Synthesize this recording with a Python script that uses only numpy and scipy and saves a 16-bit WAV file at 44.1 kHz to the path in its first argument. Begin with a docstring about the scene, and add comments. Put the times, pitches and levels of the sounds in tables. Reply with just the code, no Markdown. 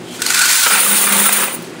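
"""Laundry machines rumble throughout in a hard-walled room. Coins shift in a steel coin box with a thin
scrape, then clatter down it as it tips. They pour into a plastic bucket partly filled with coins:
the stream clinks and rings on the heap, drums on the plastic and makes the bucket's floor boom.
Last, a few stragglers settle."""
import sys
import numpy as np
from scipy import signal
from scipy.io import wavfile
from scipy.ndimage import uniform_filter1d

SR = 44100
rng = np.random.default_rng(int(sys.argv[2]) if len(sys.argv) > 2 else 0)


def wav_out(sig):
    """Save sig, one row per channel (or a flat mono array), as 16-bit PCM at SR to the path in sys.argv[1]."""
    wavfile.write(sys.argv[1], SR, np.round(np.clip(np.atleast_2d(sig).T, -1, 1) * 32767).astype(np.int16))


N = 79380
T = np.arange(N) / SR
SLIDE_PER_S, POUR_PER_S, DRUM_PER_S, RINGS_PER_S = 3600, 3700, 1500, 1600  # coin contacts


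def amp(db):
    """Decibels to gain."""
    return 10 ** (np.asarray(db) / 20)


def unit(x):
    """Scales to rms 1."""
    return x / np.sqrt(np.mean(x ** 2) + 1e-20)


def fader(curve):
    """Gain over time from (s, dB) points, silent before the first."""
    s, db = np.transpose(curve)
    return amp(np.interp(T, s, db, left=-100))


def read(points, hz):
    """Reads a table on a log-frequency axis."""
    f, value = np.transpose(points)
    return np.interp(np.log(hz + 1), np.log(f + 1), value)


def through(x, response):
    """Plays x through a response scaled to unit energy."""
    return signal.fftconvolve(x, response / np.linalg.norm(response))[:N]


def tick(spectrum, size=2048):
    """The shortest causal click with this spectrum."""
    log_gain = np.log(amp(read(spectrum, abs(np.fft.fftfreq(size, 1 / SR)))))
    return np.fft.ifft(np.exp(np.conj(signal.hilbert(log_gain)))).real[:size // 2]


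def ring(modes, pitch=1):
    """Dying sines of a struck object."""
    t = T[:N // 4]
    return sum(amp(db - 60 * t / t60) * np.cos(2 * np.pi * hz * pitch * t) for hz, db, t60 in modes)


def steady(x, size=1200):
    """Evens out the power of x over size samples."""
    return x / np.sqrt(abs(uniform_filter1d(uniform_filter1d(x ** 2, size), size)) + 1e-12)


def contacts(per_s, spread_db=1, clump_db=-1.44, clump_s=0.021):
    """Random clicks of uneven size that swell in loose clumps; power 1."""
    sizes = amp(spread_db * np.minimum(rng.exponential(1, N), 4)) * rng.choice([-1, 1], N)
    swell = unit(uniform_filter1d(rng.standard_normal(N), int(clump_s * SR)))
    return steady(sizes * (rng.random(N) < per_s / SR) * amp(clump_db * swell))


def volleys(hits):
    """A short burst of contacts for each clump of coins that hits together."""
    out = np.zeros(N)
    for s, db, length, *_ in hits:
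        age = np.maximum(T - s, 0) / length
        volley = contacts(2 * SLIDE_PER_S) * (T >= s) * np.exp(-age ** 2)
        out += amp(db) * volley * np.sqrt(length * SR / 2) / (np.linalg.norm(volley) + 1e-9)
    return out


def knocks(hits, modes):
    """Clumps of coins set a wall ringing, each at its own wall level."""
    return through(volleys([(s, wall_db, length) for s, _, length, wall_db in hits]), ring(modes))


# Rumble tone. Each row: frequency in Hz, relative level in dB.
RUMBLE_EQ = [(25, -15), (60, -14), (130, -10.5), (330, 1.5), (500, -7), (700, -9), (1200, -14), (2800, -18),
             (5000, -25.5), (10000, -31), (16000, -76)]
# Hum partials. Each row: frequency in Hz, level in dB.
HUM_TONES = [(120, -48), (171, -40), (243, -39.5), (362, -40), (485, -45.5)]
def machines(rumble_db=-33, side_db=-26.5, waver_depth=.6):
    """The stereo bed: laundry machines rumble under a wavering hum."""
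    mid, side = (unit(through(rng.standard_normal(N), tick(RUMBLE_EQ))) for _ in range(2))
    hum = 0
    for hz, db in HUM_TONES:
        drift = [unit(uniform_filter1d(uniform_filter1d(noise, size=2000), size=1000))
                 for noise in rng.standard_normal((2, N))]
        waver = 1 + waver_depth * (drift[0] + 1j * drift[1])
        tone = np.exp(2j * np.pi * (hz * T + rng.random()))
        hum += amp(db) * unit((waver * tone).real)
    return hum + amp(rumble_db) * (mid + amp(side_db) * side * np.array([[1], [-1]]))


# Crackle fader. Each row: time in seconds, level in dB.
CRACKLE_FADER = [(.68, -50), (.8, -23.5), (.92, -30.5), (1.04, -28), (1.09, -41), (1.3, -39), (1.45, -52)]
# Crackle tone. Each row: frequency in Hz, relative level in dB.
CRACKLE_EQ = [(40, -18), (130, -2.5), (300, 0), (700, 0), (1100, -13), (2000, -17), (16000, -34)]
def crackle():
    """A dull, wide crackle under the thick of the stream."""
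    return np.array([through(contacts(DRUM_PER_S) * fader(CRACKLE_FADER), tick(CRACKLE_EQ))
                     for _ in range(2)])


# Boom fader. Each row: time in seconds, level in dB.
BOOM_FADER = [(.66, -44), (.74, -22.5), (.83, -30.5), (.93, -17), (1.01, -28), (1.14, -15.5), (1.22, -15.5),
              (1.29, -24.5), (1.42, -23.5), (1.55, -44.5)]
# The floor's modes. Each row: frequency in Hz, relative level in dB, t60 in seconds.
FLOOR_RING = [(203.6, 3, 0.36), (378.3, -5.5, 0.2), (499, -1.5, 0.14)]
def bucket_floor():
    """The low end: the bucket's floor booms under the weight of the stream."""
    return fader(BOOM_FADER) * steady(through(contacts(DRUM_PER_S), ring(FLOOR_RING)), size=2000)


# Patter fader. Each row: time in seconds, level in dB.
PATTER_FADER = [(.64, -55), (.7, -10.5), (.755, -6), (.84, -14), (.93, -12.5), (1.03, -13), (1.13, -11.5),
                (1.22, -12), (1.3, -12.5), (1.43, -14), (1.51, -28.5), (1.6, -58), (1.8, -39)]
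# Coin on plastic. Each row: frequency in Hz, relative level in dB.
PLASTIC_EQ = [(50, -47), (110, -27), (200, -8.5), (380, -0.5), (700, -1.5), (1000, 3), (1350, 5),
              (1650, 1.5), (2000, 3.5), (2900, 2), (4000, -7), (5500, -14), (9000, -41), (16000, -55)]
# Heavy hits. Each row: start in seconds, level in dB, length in seconds, wall level in dB.
BUCKET_HITS = [(.662, -1, 0.011, -2.5), (.708, -6.5, 0.0038, -8), (1.072, -4.5, 0.0068, -16),
               (1.123, -9.5, 0.026, -17), (1.185, -8.5, 0.01, -21), (1.256, -15, 0.014, -10.5),
               (1.291, -4, 0.0053, -7), (1.329, -24, 0.004, -13), (1.404, -13, 0.0093, -5),
               (1.432, -10.5, 0.012, -14), (1.481, -11.5, 0.0042, -18)]
# The wall's modes. Each row: frequency in Hz, relative level in dB, t60 in seconds.
PLASTIC_RING = [(539, -5, 0.095), (1010, -3.5, 0.027), (1339, 3.5, 0.06), (1540, -3, 0.013),
                (2000, -10, 0.027), (2903, -3, 0.027)]
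def bucket():
    """The body: coins patter dully on the plastic, and heavy clumps make its wall knock."""
    strikes = contacts(DRUM_PER_S) * fader(PATTER_FADER) + volleys(BUCKET_HITS)
    return through(strikes, tick(PLASTIC_EQ)) + knocks(BUCKET_HITS, PLASTIC_RING)


# Faders for the first scrape, the slide and the wall's ring. Each row: time in seconds, level in dB.
SCRAPE_FADER = [(.02, -59), (.07, -41.5), (.15, -36), (.2, -43), (.26, -60)]
SLIDE_FADER = [(0, -47.5), (.09, -41.5), (.15, -31.5), (.185, -34), (.255, -22), (.3, -15.5), (.4, -8.5),
               (.52, -2.5), (.63, -7), (.74, -8.5), (.85, -22), (1.3, -27), (1.55, -41.5), (1.65, -37.5),
               (1.72, -46), (1.8, -46)]
STEEL_FADER = [(.19, -37), (.25, -32), (.31, -29), (.42, -8), (.51, -18), (.62, -18.5), (.75, -14.5),
               (.85, -34), (1.5, -67)]
# Coin on steel. Each row: frequency in Hz, relative level in dB.
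STEEL_EQ = [(100, -51), (550, -19.5), (850, -6), (1400, -1), (2400, 1.5), (3200, -1), (4400, 3), (5400, 0),
            (8000, 3), (10500, -3), (13000, -8.5), (16000, -10)]
# The load lurches. Each row: start in seconds, level in dB, length in seconds, wall level in dB.
BOX_HITS = [(.219, -9.5, 0.0073, -26), (.264, -7, 0.0036, -40), (.3031, -7.5, 0.0045, -13),
            (.345, -3, 0.0069, -7), (.3914, -1, .008, -16), (.414, -2, 0.014, -33),
            (.4553, -3, 0.0065, -31), (.632, -2, 0.018, -11)]
# Scrape and wall modes. Each row: frequency in Hz, relative level in dB, t60 in seconds.
SCRAPE_RING = [(3200, 0, 0.01)]
STEEL_RING = [(800, -14, .08), (1390, -16, .045), (1419, 17, 0.12), (1490, 29.5, 0.039), (1530, -12, .04),
              (1710, -17, .06), (2420, -21, .04), (4400, -2, .03), (4300, -16, .025)]
def coin_box():
    """Coins scrape and lurch down the steel box, whose walls ring most while it is loaded."""
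    clatter = through(contacts(SLIDE_PER_S) * fader(SLIDE_FADER) + volleys(BOX_HITS), tick(STEEL_EQ))
    scrape = through(contacts(SLIDE_PER_S) * fader(SCRAPE_FADER), ring(SCRAPE_RING))
    wall = fader(STEEL_FADER) * steady(through(contacts(DRUM_PER_S), ring(STEEL_RING)))
    return clatter + scrape + wall + knocks(BOX_HITS, STEEL_RING)


# Stream fader. Each row: time in seconds, level in dB.
POUR_FADER = [(0, -77), (.18, -69), (.32, -34), (.5, -13.5), (.68, -11), (.8, -7.5), (.92, -7.5),
              (1.04, -6.5), (1.09, -13), (1.2, -6), (1.3, -10), (1.44, -12.5), (1.5, -26), (1.56, -37.5),
              (1.6, -49), (1.8, -83)]
# Coin on coin. Each row: frequency in Hz, relative level in dB.
HEAP_EQ = [(200, -44), (1500, -19), (3500, -1.5), (5300, -8), (7000, 0), (8500, 2), (10200, 3),
           (12200, -3.5), (14000, 1), (16000, -17)]
# Clinks. Each row: start in seconds, level in dB, length in seconds, ring over tick in dB.
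HEAP_HITS = [(0.801, -6, 0.0032, 11), (1.122, -3.5, 0.017, -5), (1.254, -5, 0.03, 0.5),
             (1.325, -6.5, 0.016, 5), (1.3622, -8, 0.016, 6), (1.52, -35, 0.011, 17),
             (1.537, -27, 0.022, 8), (1.621, -36, 0.0066, 0)]
# A coin's modes. Each row: frequency in Hz, relative level in dB, t60 in seconds.
COIN_RING = [(9050, -7, .025), (9300, 0, .04), (15420, -.5, .04)]
def heap(count=24, pitch_spread=.0115):
    """The lead: coin meets coin with a bright tick and a brief ring at each coin's own pitch."""
    flow = fader(POUR_FADER)
    accents = volleys([(s, db + ring_db, length) for s, db, length, ring_db in HEAP_HITS])
    strikes = contacts(RINGS_PER_S) * flow + accents
    coin = rng.integers(0, count, N)
    pitches = 1 + pitch_spread * np.arctanh(2 * (np.arange(count) + .5) / count - 1)
    rings = sum(through(strikes * (coin == k), ring(COIN_RING, pitches[k])) for k in range(count))
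    ticks = through(contacts(POUR_PER_S) * flow + volleys(HEAP_HITS), tick(HEAP_EQ))
    return ticks + rings


def echoes(x, t60s, count=16):
    """Diffuse reflections that die by band and change as the coins move."""
    out = 0
    for k in range(count):
        hz, t, noise = signal.stft(rng.standard_normal(SR // 3), SR, nperseg=128)
        tail = signal.istft(noise * amp(-60 * t / read(t60s, hz)[:, None]), SR, nperseg=128)[1]
        crossfade = np.sin(np.pi / 2 * np.minimum((T * 90 - k) % count, 2))  # 90 tails a second
        out += through(x * crossfade, tail)
    return out


# Room reverb. Each row: frequency in Hz, t60 in seconds.
ROOM_DECAY = [(150, 1), (1000, 0.42), (4000, 0.4), (9000, 0.093), (16000, 0.067)]
# Stereo width. Each row: frequency in Hz, side level in dB.
SIDE_EQ = [(100, -32), (300, -22), (600, -18), (1300, -67), (3000, -49), (4500, -16), (9000, -18.5),
           (15000, -21)]
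def scene(near_db=-7, near_t60_s=0.044, room_db=-11):
    """The mix: the pour, its echoes from the containers and the room, and the machines behind."""
    direct = coin_box() + heap() + bucket()
    containers = amp(near_db) * echoes(direct, [(100, near_t60_s), (16000, near_t60_s)])
    near = (direct + containers) / np.sqrt(1 + amp(near_db) ** 2)
    mid = near + amp(room_db) * echoes(near, ROOM_DECAY) + bucket_floor()
    side = signal.fftconvolve(echoes(mid, [(100, 0.041), (16000, 0.15)]), tick(SIDE_EQ))[:N]
    return mid + side * np.array([[1], [-1]]) + crackle() + machines()


LOW_CUT_HZ, HIGH_CUT_HZ = 94, 15740
DUCK_ABOVE_DB, DUCK_SHARE, DUCK_ATTACK_S, RECOVER_DB_PER_S = -17.5, 0.6, 0.037, 130
def record(dry):
    """The master chain: low cut, gain control that ducks the loud pour, soft clip, high cut."""
    dry = signal.sosfilt(signal.butter(2, LOW_CUT_HZ, "high", fs=SR, output="sos"), dry)
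    pole = np.exp(-1 / (DUCK_ATTACK_S * SR))
    power_db = 10 * np.log10(signal.lfilter([1 - pole], [1, -pole], (dry ** 2).mean(0)) + 1e-12)
    fall = T * RECOVER_DB_PER_S
    held_db = np.maximum.accumulate(power_db + fall) - fall
    ducked = dry / amp(DUCK_SHARE * np.maximum(held_db - DUCK_ABOVE_DB, 0))
    rounded = ducked / (1 + abs(ducked / .95) ** 6) ** (1 / 6)
    high_cut = signal.firwin(1023, HIGH_CUT_HZ, window=("kaiser", 9), fs=SR)
    return signal.oaconvolve(rounded, high_cut[None], "same")


dry = scene()
out = record(dry)
wav_out(out)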